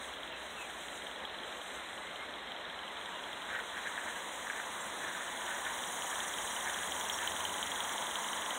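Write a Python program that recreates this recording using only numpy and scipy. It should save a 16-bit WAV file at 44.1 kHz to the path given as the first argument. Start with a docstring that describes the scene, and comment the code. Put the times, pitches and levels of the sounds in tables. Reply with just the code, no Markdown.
"""Live-steam model locomotive on a garden track

A model train comes close on a raised track, over an even garden rush, a faint far bird and low hums.
Four exhaust beats a wheel turn excite chimney modes, each with a wet spit and a gust of shaped noise.
Flow noise makes the steam's hiss and its puffs between beats; broad noise makes the deck roar.
Rail joints excite damped modes and chatter; gliding sines make the flange squeaks, bird and hums.
Shrubs echo the sharp sounds; the sound has two deep notches, and both channels are the same."""
import sys
import numpy as np
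from scipy import signal
from scipy.fft import rfft, irfft, next_fast_len
from scipy.io import wavfile
from scipy.ndimage import uniform_filter1d

SR = 44100
rng = np.random.default_rng(int(sys.argv[2]) if len(sys.argv) > 2 else 0)


def int16_out(signal):
    """Quantize to a 16-bit WAV file."""
    q = np.round(np.clip(np.atleast_2d(signal).T, -1, 1) * 32767)
    wavfile.write(sys.argv[1], SR, q.astype(np.int16))


N = 378378
TIME = np.arange(N) / SR

# Levels are relative wherever a source has a level setting of its own.
# Noise spectrum of the garden: (frequency [Hz], relative density [dB per Hz])
GARDEN_SPECTRUM = [(30, -7), (60, -3), (100, -14.5), (200, -3), (400, -1.5), (600, 3), (850, 0.5),
                   (1300, 0), (1900, 1), (2600, -7), (3300, -3), (4000, -2.5), (5500, -22.5), (15500, -37)]
# Slurred notes of a far bird:
# (time [s], length [s], start frequency [Hz], end frequency [Hz], level [dB])
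BIRD_NOTES = [(0.299, .07, 2800, 2560, -52), (0.555, 0.11, 2850, 2300, -47), (1.75, 0.11, 2096, 2050, -52),
              (1.98, 0.15, 2000, 2160, -54), (2.168, .12, 2065, 2200, -49.5),
              (2.867, 0.074, 2070, 2000, -50), (3.1, 0.11, 3000, 2710, -51)]
# Faint low hums:
# (time of peak [s], half length [s], frequency at peak [Hz], glide [Hz per s], level [dB])
LOW_HUMS = [(0.306, 1.2, 63.5, -1.5, -65), (7.25, 0.39, 85, 18, -62.5)]
# Nearness of the train: (time [s], rolling level [dB], share of near steam colour [0-1])
NEARNESS = [(0, -56.5, 0.44), (1.8, -56, 0), (2.6, -51.5, 0), (3.4, -48, 0.3), (4.6, -46, 0.53),
            (5.4, -44, 0.76), (6.1, -42.5, 0.84), (7, -42, 0.96), (7.8, -41, 1), (8.58, -41, 0.97)]
# Noise spectrum of the rolling train: (frequency [Hz], relative density [dB per Hz])
ROLLING_SPECTRUM = [(80, -47), (190, -11.5), (420, -13), (560, -7.5), (760, -3.5), (970, 2.5), (1130, -1.5),
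                    (1330, -6), (1700, -4), (2050, -6), (2500, -23), (3300, -7), (4000, -12), (5500, -73)]
# Wheel flanges squeaking on the rail:
# (time [s], length [s], start frequency [Hz], settled frequency [Hz], level [dB])
FLANGE_SQUEAKS = [(4.8, .025, 6900, 7700, -46), (7.12, 0.034, 5870, 5590, -40.5)]
# Wheels striking rail joints:
# (time [s], clack level [dB], ring frequency [Hz], rattle level [dB], rattle decay [s])
RAIL_JOINTS = [(3.5015, -28.5, 1610, -57, .05), (3.5495, -24, 1600, -45, .04),
               (3.5912, -29, 1500, -51, .04), (3.777, -31, 1770, -44.5, 0.052),
               (3.8711, -27, 1690, -44.5, 0.1), (3.978, -31, 1700, -48, 0.061),
               (4.0741, -31, 1790, -45, 0.14), (4.4997, -23.5, 1670, -43.5, 0.049),
               (4.6, -29, 1560, -48, .06), (5.038, -31, 1760, -45.5, 0.42), (5.516, -29, 1670, -45, 0.11),
               (5.668, -30, 1710, -46, 0.15), (6.1285, -30, 1730, -47, 0.17),
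               (6.674, -25.5, 1750, -44.5, 0.27), (7.23, -33, 1700, -42, 0.065)]
# Modes of a struck bogie, retuned at each joint: (frequency [Hz], level [dB], t60 [s])
BOGIE_MODES = [(1700, -0.5, 0.016), (1490, -18, 0.0033), (2000, -0.5, 0.0083), (3500, -28, 0.0028)]
# Colour of loose bogies and couplings: (frequency [Hz], level [dB])
CHATTER_SPECTRUM = [(900, -20), (1300, -10), (1520, 0.5), (1780, 3.0), (2150, -8), (2700, -17), (9000, -36)]
# Strength of the escaping steam: (time [s], level [dB])
STEAM_LEVEL = [(0.0, -58), (0.04, -54.5), (0.19, -64.5), (0.24, -60), (0.33, -70), (0.38, -61),
               (0.45, -58.5), (1.0, -56.5), (1.29, -66.5), (1.65, -56.5), (2.63, -68), (3.11, -60),
               (3.41, -60), (4.06, -53), (5.3, -50.5), (6.02, -45.5), (6.76, -45), (8.58, -46.5)]
# Noise spectra of far steam, near steam and valve puffs: (frequency [Hz], relative density [dB per Hz])
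FAR_STEAM_SPECTRUM = [(2000, -21), (5000, -44), (6000, 0.5), (8600, 4.5), (9500, -0.5), (10300, -8),
                      (12300, -13), (14500, -11), (16000, -31)]
NEAR_STEAM_SPECTRUM = [(2000, -10.5), (5400, -12.5), (6050, -1), (6400, 1.5), (6850, 4.5), (7550, -4),
                       (8350, 2.5), (9400, -2.5), (10200, -1.5), (11600, -14), (13200, -15), (15600, -8.5)]
PUFF_SPECTRUM = [(3000, -49), (5250, -16.5), (5600, -1), (5900, 4), (6200, -2), (6700, -8), (10000, -30),
                 (16000, -44)]
# Speed of the driving wheels, which sags in the bend: (time [s], speed [turns per s])
WHEEL_SPEED = [(0, 5.315), (.55, 5.357), (1.5, 5.507), (3.1, 5.573), (4.2, 5.343), (5.5, 5.349),
               (6.8, 5.632), (8.58, 5.714)]
TURN_START_S = .1371  # when a wheel turn begins
# Four beats of a turn, uneven as the valves are set: (share of a turn [0-1], level [dB])
VALVE_TIMING = [(0, 0), (.249, -6.5), (.506, -4), (.742, -5)]
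# Strength of the leading beat, muffled while the engine is behind the bushes: (time [s], level [dB])
EXHAUST_LEVEL = [(.14, -31.5), (.6, -39), (1.25, -29), (1.8, -37), (2.5, -32.5), (3.3, -33), (4.15, -37),
                 (4.9, -53), (5.3, -33.5), (6.7, -26), (7.2, -21), (7.45, -23.5), (8.58, -26)]
# Modes a beat excites in the chimney, retuned a little each time: (frequency [Hz], level [dB], t60 [s])
CHIMNEY_MODES = [(3182, 22, 0.015), (3100, -3, 0.0078), (3650, -18, 0.013)]
# Noise spectra of the wet spit and the gust after a beat: (frequency [Hz], relative density [dB per Hz])
SPIT_SPECTRUM = [(6000, -25), (11000, -7), (12300, -7), (13500, -10), (15600, 4)]
GUST_SPECTRUM = [(2000, -23), (2700, -15), (3100, -9), (3600, 11), (4000, -3), (5500, -25)]
# Overall frequency response, with two deep notches: (frequency [Hz], gain [dB])
OVERALL_RESPONSE = [(20, -34), (34, -27), (50, -4.5), (100, 5), (113, -5), (121, -26), (129, -7), (155, 0),
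                    (4020, 0), (4300, -15.5), (4450, -33), (4850, -22.5), (5250, -8), (5650, -1.5)]
EDGE_HZ = 15780  # upper band limit


def gain_of(db):
    """Level law: twenty decibels are a tenfold amplitude."""
    return 10 ** (np.asarray(db) / 20)


def evened(x):
    """Normalization: scales a signal to an rms of 1."""
    return x / np.sqrt(np.mean(x ** 2) + 1e-20)


def curves(rows):
    """Linear interpolation: each column of a timed table at every sample."""
    s, *columns = np.transpose(rows)
    return [np.interp(TIME, s, column) for column in columns]


def coloured(x, spectrum):
    """Linear filtering: shapes a spectrum by gains joined on a log-frequency axis."""
    hz, db = np.transpose(spectrum)
    size = next_fast_len(N + SR // 2)
    bins = np.fft.rfftfreq(size, 1 / SR)
    gains = gain_of(np.interp(np.log(bins + 1), np.log(hz), db))
    return irfft(rfft(x, size) * gains, size)[:N]


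def rush(spectrum, patchy_db):
    """Turbulent noise of rms 1: small patches of time and frequency swell and fade."""
    cells = signal.stft(rng.standard_normal(N), nperseg=512)[2]
    patches = uniform_filter1d(rng.standard_normal(cells.shape), size=8, axis=1)
    patches = evened(uniform_filter1d(patches, size=7, axis=0))
    noise = signal.istft(cells * gain_of(patchy_db * patches), nperseg=512)[1][:N]
    return evened(coloured(noise, spectrum))


def wander(hz):
    """Low-pass noise: a slow random drift of rms 1, up to about hz."""
    bins = np.fft.rfftfreq(N, 1 / SR)
    return evened(irfft(rfft(rng.standard_normal(N)) / (1 + (bins / hz) ** 4), N))


def add(mix, s, sound):
    """Superposition: mixes a sound in at a time in seconds."""
    if s >= 0:
        part = mix[round(s * SR):][:len(sound)]
        part += sound[:len(part)]


def tone(pitch):
    """Phase is the running integral of frequency: a sine that follows a pitch curve in Hz."""
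    return np.sin(2 * np.pi * np.cumsum(pitch) / SR)


def ring(modes, rise, stretch):
    """Modal decay: damped sines after a soft blow (rise in s), with a peak of 1."""
    t = TIME[:SR // 20]
    x = np.zeros(len(t))
    for hz, db, t60 in modes:
        x += gain_of(db - 60 * t / t60) * np.sin(2 * np.pi * hz * stretch * t)
    x = x * (1 - np.exp(-(t / rise) ** 2))
    return x / abs(x).max()


def garden(level_db=-45.0):
    """Diffuse background: shaped noise holds an even level."""
    return gain_of(level_db) * rush(GARDEN_SPECTRUM, patchy_db=0.88)


def bird(level_db=0):
    """Frequency glide: each faint note slurs from one pitch to another and wavers."""
    out, waver = np.zeros(N), wander(70)
    for s, length, start_hz, end_hz, db in BIRD_NOTES:
        pitch = np.linspace(start_hz, end_hz, round(length * SR))
        pitch = pitch * (1 + 0.017 * waver[round(s * SR):][:len(pitch)])
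        add(out, s, gain_of(db + level_db) * signal.windows.tukey(len(pitch), .5) * tone(pitch))
    return out


def hums(waver_hz=0.73, waver_db=0.5):
    """Modulated tones: faint hums swell, glide and fade; one climbs as the train comes by."""
    out = np.zeros(N)
    for s, half_length, hz, glide_hz_per_s, db in LOW_HUMS:
        pitch = hz + glide_hz_per_s * (TIME - s) + waver_hz * wander(7.2)
        swell = gain_of(db + waver_db * wander(8)) / (1 + ((TIME - s) / half_length) ** 2)
        out += swell * tone(pitch)
    return out


def shrubs(x, wet_db=-9, t60=0.09):
    """Scattering: bushes, deck and lawn return a short, thin echo of sparse decaying taps."""
    t = TIME[:SR // 4]
    struck = (rng.random(len(t)) < 2000 / SR) * (t > .002)  # 2000 taps per s after 2 ms
    taps = rng.standard_normal(len(t)) * struck * gain_of(-60 * t / t60)
    return x + gain_of(wet_db) * signal.fftconvolve(x, taps / np.linalg.norm(taps))[:N]


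def rolling(level_db=0, shake_db=0.26):
    """Structure-borne sound: wheels on the rails make the wooden deck roar."""
    level = level_db + curves(NEARNESS)[0] + shake_db * wander(30)
    return gain_of(level) * rush(ROLLING_SPECTRUM, patchy_db=0.8)


def squeaks(settle_s=0.0074):
    """Friction tone: a wheel flange squeaks briefly on the rail, settling in pitch."""
    out = np.zeros(N)
    for s, length, start_hz, hz, db in FLANGE_SQUEAKS:
        t = np.arange(0, length, 1 / SR)
        pitch = hz + (start_hz - hz) * np.exp(-t / settle_s)
        add(out, s, gain_of(db) * signal.windows.tukey(len(t), .3) * tone(pitch))
    return out


def wheels(clack_db=-1.0, rattle_db=-1, knocks_per_s=450, swell_s=0.047):
    """Impact excitation: joints ring a bogie, and loose bogies and couplings chatter and die away."""
    clacks, shaking = np.zeros(N), np.zeros(N)
    for s, db, hz, shake_db, decay_s in RAIL_JOINTS:
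        blow = ring(BOGIE_MODES, rise=0.00075, stretch=hz / BOGIE_MODES[0][0])
        add(clacks, s, gain_of(db) * blow)
        width_s = np.where(TIME < s, swell_s, decay_s)
        shaking += gain_of(shake_db) * np.exp(-((TIME - s) / width_s) ** 2)
    knocks = rng.uniform(-0.7, 1, N) * (rng.random(N) < knocks_per_s / SR)
    chatter = evened(coloured(knocks, CHATTER_SPECTRUM))
    return gain_of(clack_db) * clacks + gain_of(rattle_db) * shaking * chatter


def steam(times, hiss_db=2.0, puff_db=8.5, far_loss_db=7, puff_phase=0.81, puff_width=0.13,
          flutter_db=0.72, far_flutter_db=0.9, uneven_db=1.3):
    """Jet noise: a fluttering hiss steadies and changes colour when near; valves puff between beats."""
    level_db, near = curves(STEAM_LEVEL)[0], np.clip(curves(NEARNESS)[1], 0, 1)
    far_hiss = np.sqrt(1 - near) * rush(FAR_STEAM_SPECTRUM, patchy_db=1.4)
    near_hiss = np.sqrt(near) * rush(NEAR_STEAM_SPECTRUM, patchy_db=0.9)
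    unsteady_db = flutter_db * wander(45) + far_flutter_db * (1 - near) * wander(20)
    hiss = gain_of(hiss_db + unsteady_db) * (far_hiss + near_hiss)
    stroke = np.interp(TIME, times, np.arange(len(times)))  # counts up by one from beat to beat
    off_centre = (stroke - puff_phase + .5) % 1 - .5  # phase and width are shares of a stroke
    valve = np.exp(-(off_centre / puff_width) ** 2 / 2)
    strength_db = puff_db - far_loss_db * (2.5 - near) + uneven_db * wander(22)
    puffs = gain_of(strength_db) * valve * rush(PUFF_SPECTRUM, patchy_db=2.0)
    return gain_of(level_db) * (hiss + puffs)


def turns():
    """Rotation: wheel speed integrates to the turns made at every sample."""
    made = np.cumsum(curves(WHEEL_SPEED)[0]) / SR
    return made - np.interp(TURN_START_S, TIME, made)


def beats(lead_spread_db=1.0, weak_spread_db=1.9):
    """Valve timing: a turn gives one strong beat and three weaker, less steady ones."""
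    made = turns()
    share, accent_db = np.transpose(VALVE_TIMING)
    whole = np.arange(-1, np.ceil(made[-1]))[:, None]
    spread_db = np.where(np.arange(len(share)) == 0, lead_spread_db, weak_spread_db)
    place = whole + share
    db = accent_db + spread_db * rng.standard_normal(place.shape)
    heard = (place > made[0]) & (place < made[-1])
    times = np.interp(place[heard], made, TIME)
    return times, db[heard] + np.interp(times, TIME, curves(EXHAUST_LEVEL)[0])


def exhaust(times, levels, level_db=-3, spit_db=-14.5, spit_s=.003, wet_spread_db=2.0,
            gust_db=-12.0, gust_s=0.0032):
    """Pulsed resonance: each beat is a spit of wet steam, a pop in the chimney and a short gust."""
    pops, spits, gusts = np.zeros((3, N))
    t = TIME[:SR // 20]
    for s, db, (pitch, wetness) in zip(times, levels, rng.standard_normal((len(times), 2))):
        # the spit leads the pop by 1.5 ms
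        add(spits, s - .0015, gain_of(db + wet_spread_db * wetness) * np.exp(-t / spit_s))
        add(pops, s, gain_of(db) * ring(CHIMNEY_MODES, rise=0.00055, stretch=1 + .018 * pitch))
        add(gusts, s, gain_of(db) * np.exp(-t / gust_s))
    # the spit carries only a short way
    spray = spits * rush(SPIT_SPECTRUM, patchy_db=0.0) * curves(NEARNESS)[1]
    blast = gusts * rush(GUST_SPECTRUM, patchy_db=3.0)
    return gain_of(level_db) * pops + gain_of(spit_db) * spray + gain_of(gust_db) * blast


def scene():
    """Superposition: the train over the garden, the same in both channels."""
    times, levels = beats()
    sharp_sounds = bird() + squeaks() + wheels() + exhaust(times, levels)
    mono = garden() + hums() + rolling() + steam(times) + shrubs(sharp_sounds)
    return np.array([mono, mono])


def record(dry):
    """Linear filtering: two deep notches, then the band limit."""
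    heard = np.array([coloured(channel, OVERALL_RESPONSE) for channel in dry])
    low_pass = signal.firwin(1023, EDGE_HZ, window=("kaiser", 9), fs=SR)
    return signal.oaconvolve(heard, low_pass[None], "same")


dry = scene()
out = record(dry)
int16_out(out)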